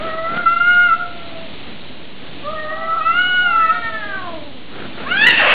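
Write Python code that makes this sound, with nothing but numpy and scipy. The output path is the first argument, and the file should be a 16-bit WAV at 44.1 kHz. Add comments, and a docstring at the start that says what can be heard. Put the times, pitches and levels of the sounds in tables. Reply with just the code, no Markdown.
"""A cat yowls twice in a walled garden, its octave leaping out as the mouth gapes and fading once it shuts.
A rival hums warnings, then joins with a lower moan that swells and sinks. One pounces with a rising
scream that breaks into a harsh snarl. Voices are harmonics of jittering vocal folds, shaped by throat
and mouth. Leaves and gravel rustle over the outdoor murmur, and the fence and walls answer.
A coarse sampler dulls it all and clips at full scale."""
import sys
import numpy as np
from scipy import signal
from scipy.fft import rfft, irfft, next_fast_len
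from scipy.io import wavfile
from scipy.ndimage import map_coordinates

SR = 44100
rng = np.random.default_rng(int(sys.argv[2]) if len(sys.argv) > 2 else 0)


def materialize(psi):
    """Save the field psi as 16-bit PCM at rate SR to the path in sys.argv[1].

    A 1-D psi becomes a single channel; in a 2-D psi each row is a channel.
    """
    bounded = np.clip(np.atleast_2d(psi).T, -1, 1)
    quanta = np.round(bounded * 32767).astype(np.int16)
    wavfile.write(sys.argv[1], SR, quanta)


N = 244300
JAW_S, LIPS_S = 0.009, 0.03  # mouth snapping open or shut; its slower steps


def amp(db):
    """Decibels to gain."""
    return 10 ** (np.asarray(db) / 20)


def unit(x):
    """Scale to rms 1."""
    return x / np.sqrt(np.mean(x ** 2) + 1e-20)


def along(points, hz):
    """Interpolate (Hz, value) points on a log frequency axis."""
    points_hz, values = np.transpose(points)
    return np.interp(np.log(hz + 1), np.log(points_hz + 1), values)


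def clock():
    """Time of every sample in seconds."""
    return np.arange(N) / SR


def ramp(at_s, length_s):
    """Smooth step from 0 to 1, centred on at_s."""
    return .5 + .5 * np.sin(np.pi * np.clip((clock() - at_s) / length_s, -.5, .5))


def bump(at_s, sigma_s):
    """Bell-shaped swell of height 1."""
    return np.exp(-.5 * np.minimum(abs(clock() - at_s) / sigma_s, 10) ** 2)


def stages(times_s, values):
    """Piecewise linear envelope."""
    return np.interp(clock(), times_s, values)


def curves(rows, fade_s=0.014):
    """Soft gate over the rows' time span, then an envelope for each further column."""
    times_s, *columns = np.transpose(rows)
    inside_s = np.minimum(clock() - times_s[0], times_s[-1] - clock())
    gate = np.sin(np.clip(inside_s / fade_s + 1, 0, 1) * np.pi / 2) ** 2
    return [gate] + [stages(times_s, column) for column in columns]


def wobble(rate_hz):
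    """Smooth random curve through rate_hz knots a second."""
    knots = rng.standard_normal(int(N * rate_hz / SR) + 4)
    steps = np.arange(0, len(knots), 1 / 8)
    return np.interp(clock() * rate_hz, steps, map_coordinates(knots, [steps], mode="nearest"))


def filtered(x, response):
    """Zero-phase filter with gain response(hz)."""
    size = next_fast_len(N + SR // 2)
    return irfft(rfft(x, size) * response(np.fft.rfftfreq(size, 1 / SR)), size)[:N]


def noise(spectrum):
    """Noise of rms 1, coloured by (Hz, dB) points."""
    return unit(filtered(rng.standard_normal(N), lambda hz: amp(along(spectrum, hz))))


def folds(pitch_hz, waver, jitter):
    """Vocal fold phase; slow waver and fast jitter are fractions of the pitch."""
    return 2 * np.pi * np.cumsum(pitch_hz * (1 + waver * wobble(35) + jitter * wobble(400))) / SR


def harmonics(phase, levels):
    """Sum of (harmonic number, rms dB) partials."""
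    return np.sqrt(2) * sum(amp(db) * np.sin(round(k) * phase) for k, db in levels)


def air():
    """Steady outdoor murmur."""
    # Each row: frequency in Hz, relative level in dB.
    spectrum = [(32, -24), (55, -3.5), (81, -8), (215, -3.5), (245, -3), (279, -2.5), (381, -8.5),
                (434, -9), (467, -10.5), (512, -9), (1030, -15.5), (1610, -17), (2690, -13), (3180, -12),
                (4510, -16.5), (5860, -54.5), (9920, -120)]
    return amp(-35.5 + 1.2 * wobble(3.7)) * noise(spectrum)


def rustles():
    """Paws and bodies stir leaves and gravel: short swells of grainy noise."""
    # Each row: centre in seconds, sigma in seconds, level in dB.
    swells = [(0.045, 0.081, -30), (0.364, 0.06, -28), (1.686, 0.045, -40.5), (2.25, 0.034, -41),
              (4.804, 0.057, -31.5), (5.063, 0.064, -29), (5.277, 0.068, -27), (5.484, 0.12, -30)]
    # Each row: frequency in Hz, relative level in dB.
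    leaves = [(35, -56), (60, -23.5), (220, -6), (289, -7.5), (372, -9.5), (585, -10.5), (652, -12),
              (1040, -18.5), (1340, -12), (3630, -24.5), (4510, -57.5), (5860, -51), (9920, -120)]
    envelope = sum(amp(db) * bump(at_s, sigma_s) for at_s, sigma_s, db in swells)
    return envelope * unit(noise(leaves) * amp(2.1 * wobble(150)))


def yard(x, delay_s=0.008):
    """Fence and walls send back a short scattered tail."""
    # Each row: frequency in Hz, T60 in seconds.
    decay = [(200, 0.25), (1400, 0.51), (4500, 0.25)]
    hz, t, spectra = signal.stft(rng.standard_normal(SR // 2), SR, nperseg=256)
    tail = signal.istft(spectra * amp(-60 * t / along(decay, hz)[:, None]), SR, nperseg=256)[1]
    tail = np.pad(tail / np.linalg.norm(tail), (round(delay_s * SR), 0))
    return signal.fftconvolve(x, tail)[:N]


def rival(pitch_hz, level_db, mouth_hz, width_hz=330, tilt_db_per_octave=-4.0):
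    """The rival's lower voice: harmonics through its throat and a sliding mouth resonance."""
    # Each row: frequency in Hz, relative gain in dB.
    throat = [(280, 5.5), (450, -4.5), (650, 1.5), (880, 1.5), (1300, 0.5), (2200, -0.5), (2700, -0.5),
              (3600, 8)]
    levels = []
    for k in range(1, 9):
        hz = k * pitch_hz
        mouth_db = -20 * np.log10(abs(1 - (hz / mouth_hz) ** 2 + 1j * hz * width_hz / mouth_hz ** 2))
        skirt_db = tilt_db_per_octave * abs(np.log2(hz / mouth_hz))
        levels.append((k, mouth_db + skirt_db + along(throat, hz)))
    rms = np.sqrt(sum(amp(db) ** 2 for _, db in levels))
    hoarseness = np.interp(mouth_hz, [1100, 1700], [1, .3])  # clears as the mouth opens
    gain = amp(level_db + 2.8 * wobble(50))
    phase = folds(pitch_hz, waver=.008, jitter=.026 * hoarseness)
    return gain * harmonics(phase, levels) / rms


def hums(pitch_sag=0.051, fade_db=12):
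    """Closed-mouth warnings: pitch and level rise and sink together."""
    # Each row: start, peak and end in seconds, peak pitch in Hz, peak level in dB.
    calls = [(0.0, 0.142, 0.37, 373.5, -38), (2.617, 2.805, 3.4, 394, -34.5)]
    contour = [(at_s, hz * (1 - pitch_sag * slack), db - fade_db * slack)
               for *times_s, hz, db in calls for at_s, slack in zip(times_s, (1, 0, 1))]
    _, pitch_hz, level_db = curves(contour)
    gate = sum(ramp(start_s, LIPS_S) - ramp(end_s, LIPS_S) for start_s, _, end_s, *_ in calls)
    return gate * rival(pitch_hz, level_db, mouth_hz=2.72 * pitch_hz)


def moan():
    """One arch of pitch; the mouth resonance slides up the harmonics as the jaw opens, then back."""
    # Brief swells in the moan's loudness. Each row: centre in seconds, boost in dB.
    swells = [(3.499, 1), (3.755, 4), (3.805, 2), (4.155, 6), (4.272, 5), (4.39, 2.5)]
    start_s, peak_s, release_s, end_s = 3.43, 3.78, 4.24, 4.634
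    top_hz, glide_hz_per_s, rounding_s = 459.2, 350, .22
    from_peak_s = np.clip(clock(), start_s, end_s) - peak_s
    pitch_hz = top_hz - glide_hz_per_s * (np.hypot(from_peak_s, rounding_s) - rounding_s)
    level_db = stages([start_s, peak_s, release_s, end_s], [-39, -28, -32, -45.5])
    level_db += sum(db * bump(at_s, sigma_s=0.014) for at_s, db in swells)
    mouth_hz = pitch_hz * stages([3.519, 3.63, 4.141, 4.37], [1.88, 3.95, 3.95, 1.88])
    gate = ramp(start_s, LIPS_S) - ramp(end_s, LIPS_S)
    return gate * rival(pitch_hz, level_db, mouth_hz)


def snarl():
    """The folds go chaotic: a torn, falling voice, with air rasping harder through the throat."""
    # Each row: harmonic number, relative level in dB.
    partials = [(1, -2.5), (2, -1), (3, -4), (4, -13)]
    # Each row: frequency in Hz, relative level in dB.
    rasp_spectrum = [(470, -34.5), (800, -14.5), (994, -17), (1120, -6.5), (1330, -16), (1380, -5.5),
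                     (1560, -1.5), (1670, 0), (2140, -3), (2320, -4), (2660, 5), (3500, -10.5),
                     (4510, -33.5), (5860, -75), (9920, -120)]
    break_s, from_hz, to_hz, fall_s = 5.395, 870, 590.6, .028
    rasp_onset_s, rasp_peak_s, attack_db_per_s, slope_db_per_s = 5.27, 5.52, 67, 49.5
    t = clock()
    pitch_hz = to_hz + (from_hz - to_hz) * np.exp(-np.maximum(t - break_s, 0) / fall_s)
    phase = folds(pitch_hz, waver=.04, jitter=.14)
    voice = ramp(break_s, 0.013) * amp(-20) * harmonics(phase, partials)
    rasp_db = -12 - slope_db_per_s * abs(t - rasp_peak_s)
    rasp_db -= attack_db_per_s * np.maximum(rasp_onset_s - t, 0)
    rasp = amp(rasp_db) * noise(rasp_spectrum)
    blast = voice * unit(amp(1.3 * wobble(200))) + rasp * unit(amp(0.57 * wobble(130)))
    ceiling = .8  # the loudest peaks flatten softly
    return ceiling * np.tanh(blast / ceiling)


def scream(fundamental_db=-18.0, ragged_db=2.5, tension_db_per_octave=32):
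    """Steep upward glide; strained folds shake and alternate cycles differ, adding half harmonics."""
    # Each row: time in seconds, pitch in Hz, relative level of harmonic 2 in dB.
    contour = [(5.06, 532.6, -39), (5.068, 546.7, -30), (5.09, 643.4, -30), (5.126, 721.6, -17),
               (5.136, 746, -20.5), (5.242, 898, -14), (5.272, 987.5, -18), (5.286, 932.7, -16.5),
               (5.354, 886, -21), (5.364, 881, -32), (5.38, 934, -16), (5.41, 907, -24.5)]
    # Each row: frequency in Hz, level in dB relative to harmonic 2.
    throat = [(1600, -1), (2100, -11), (2400, -9.5), (2750, -1), (3050, -14.5), (3250, -8), (3650, -13),
              (4100, -22), (4700, -29), (6400, -20.5)]
    gate, pitch_hz, level_db = curves(contour, fade_s=0.029)
    level_db += 11.5 * bump(5.272, 0.0054)  # jolt as the bodies meet
    strain = stages([5.21, 5.28, 5.38], [.3, .85, 1])
    phase = folds(pitch_hz, waver=.012, jitter=.036 * strain)
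    tight_db = tension_db_per_octave * np.log2(pitch_hz / 900)  # tighter folds, stronger high harmonics
    shape = [(1, fundamental_db), (2, 0)]
    shape += [(k, along(throat, k * pitch_hz) + (k > 4) * tight_db) for k in range(3, 8)]
    levels = [(k, level_db + db + ragged_db * wobble(110)) for k, db in shape]
    doubling = 1 + .5 * strain ** 2 * wobble(120) * np.sin(phase / 2)
    return gate * harmonics(phase, levels) * doubling


def yowl(call, contour, shut_jitter=.011, gape_jitter=.0035):
    """A clean cry that opens in steps, leaps out as the gaping mouth tunes to its octave, then fades."""
    # Brief dips and surges of the octave. Each row: centre in seconds, sigma in seconds, change in dB.
    flickers = [(0.44, .013, -9), (0.472, 0.009, 6), (0.555, 0.0067, -16.5), (0.59, 0.0089, -18),
                (0.879, .01, -5.5), (1.125, 0.017, -19), (2.65, 0.025, -9), (2.997, .004, -6.5),
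                (3.041, 0.0088, -18), (3.11, 0.0086, 4), (3.138, 0.017, -5.5), (3.294, .025, -4.5),
                (3.5, 0.0097, -5), (3.677, 0.012, -14.5), (3.697, 0.0045, 4.5)]
    start_s, part_s, half_s, gape_s, shut_s, end_s, gape_octave_db, gape_fourth_db, fade_db_per_s = call
    pitch_hz = stages(*np.transpose(contour))
    steps = [ramp(part_s, LIPS_S), ramp(half_s, LIPS_S), ramp(gape_s, JAW_S), ramp(shut_s, JAW_S)]
    gaping = steps[2] - steps[3]

    def by_mouth(*levels_db):
        """Step through five levels: closed, lips parted, half open, gaping, shut again."""
        return levels_db[0] + sum(change * step for change, step in zip(np.diff(levels_db), steps))

    phase = folds(pitch_hz, waver=.0045, jitter=shut_jitter + gaping * (gape_jitter - shut_jitter))
    fade_db = fade_db_per_s * np.maximum(clock() - shut_s, 0)
    fundamental_db = by_mouth(-29.5, -30, -36.5, -38, -38.5) + 1.5 * wobble(18)
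    octave_db = by_mouth(-30, -30, -22.5, gape_octave_db, -26) - fade_db
    octave_db += sum(db * bump(at_s, sigma_s) for at_s, sigma_s, db in flickers if start_s < at_s < end_s)
    octave_db += 2.6 * (1 - 0.84 * gaping) * wobble(75)
    third_db = by_mouth(-48, -34, -40.5, -33, -46.5) - fade_db / 2 + 2.6 * wobble(45)
    bright_db = 45.5 * np.log2(pitch_hz / 678.5)  # harmonic 4 grows with pitch
    fourth_db = gape_fourth_db + bright_db + 1.5 * wobble(24.89)
    body = harmonics(phase, [(1, fundamental_db), (2, octave_db), (3, third_db)])
    edge = harmonics(phase, [(4, fourth_db), (5, -50)])
    gate = ramp(start_s, LIPS_S) - ramp(end_s, LIPS_S)
    return gate * (body + gaping * edge)


def yowls():
    """The first cat's two cries."""
    # Each row: start, lips parted, half open, gaping, shut and end in seconds,
    # gaping levels of harmonics 2 and 4 in dB, octave fade after shutting in dB/s.
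    calls = [(0.0, 0.075, .275, .458, .948, 1.465, -13, -35.5, 63.9),
             (2.443, 2.559, 2.87, 3.006, 3.712, 4.18, -15.5, -30.5, 46.4)]
    # One list per cry. Each row: time in seconds, pitch in Hz.
    contours = [
        [(0.0, 612), (0.052, 659.8), (0.118, 633), (0.33, 681.6), (0.392, 711.6), (0.478, 673.4), (0.72, 716),
         (0.858, 712.2), (0.92, 662.3), (0.944, 670.6), (0.974, 715.7), (1.244, 671.8), (1.288, 675),
         (1.37, 650), (1.456, 657), (1.47, 633)],
        [(2.44, 565.5), (2.518, 634.5), (2.64, 612.8), (2.836, 649.2), (2.982, 661.5), (3.008, 625),
         (3.2, 722.4), (3.296, 730.4), (3.432, 727), (3.542, 671.4), (3.702, 649.4), (3.72, 711.6), (3.8, 706),
         (3.878, 659), (3.978, 642), (4.01, 632.6)],
    ]
    return sum(yowl(call, contour) for call, contour in zip(calls, contours))


def scene():
    """Both cats in the garden, mono."""
    cats = yowls() + hums() + moan() + amp(0.5) * scream() + snarl()
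    return (cats + amp(-8) * yard(cats) + rustles() + air())[None]


def record(dry, sampler_hz=8000, dc_offset=.043, hiss_db=-84.5, top_hz=13800):
    """A coarse sampler keeps a dull band, mirrors its top edge upward, sits off zero, hisses and clips."""
    # Output filter. Each row: frequency in Hz, gain in dB.
    smoothing = [(3900, 0.5), (4500, -11), (4750, -26.5), (5100, -48.5), (5600, -64.5), (7000, -110)]
    band = filtered(dry[0], lambda hz: hz < sampler_hz / 2)
    mirrored = band * (1 + 2 * np.cos(2 * np.pi * sampler_hz * clock()))
    smoothed = filtered(mirrored, lambda hz: amp(along(smoothing, hz)))
    hiss = amp(hiss_db) * noise([(2000, -12), (6000, -3), (11000, -2.5), (13000, -23)])
    clipped = np.clip(smoothed + dc_offset + hiss, -1, 1)
    return filtered(clipped, lambda hz: 1 / np.sqrt(1 + (hz / top_hz) ** 40))[None]


dry = scene()
out = record(dry)
materialize(out)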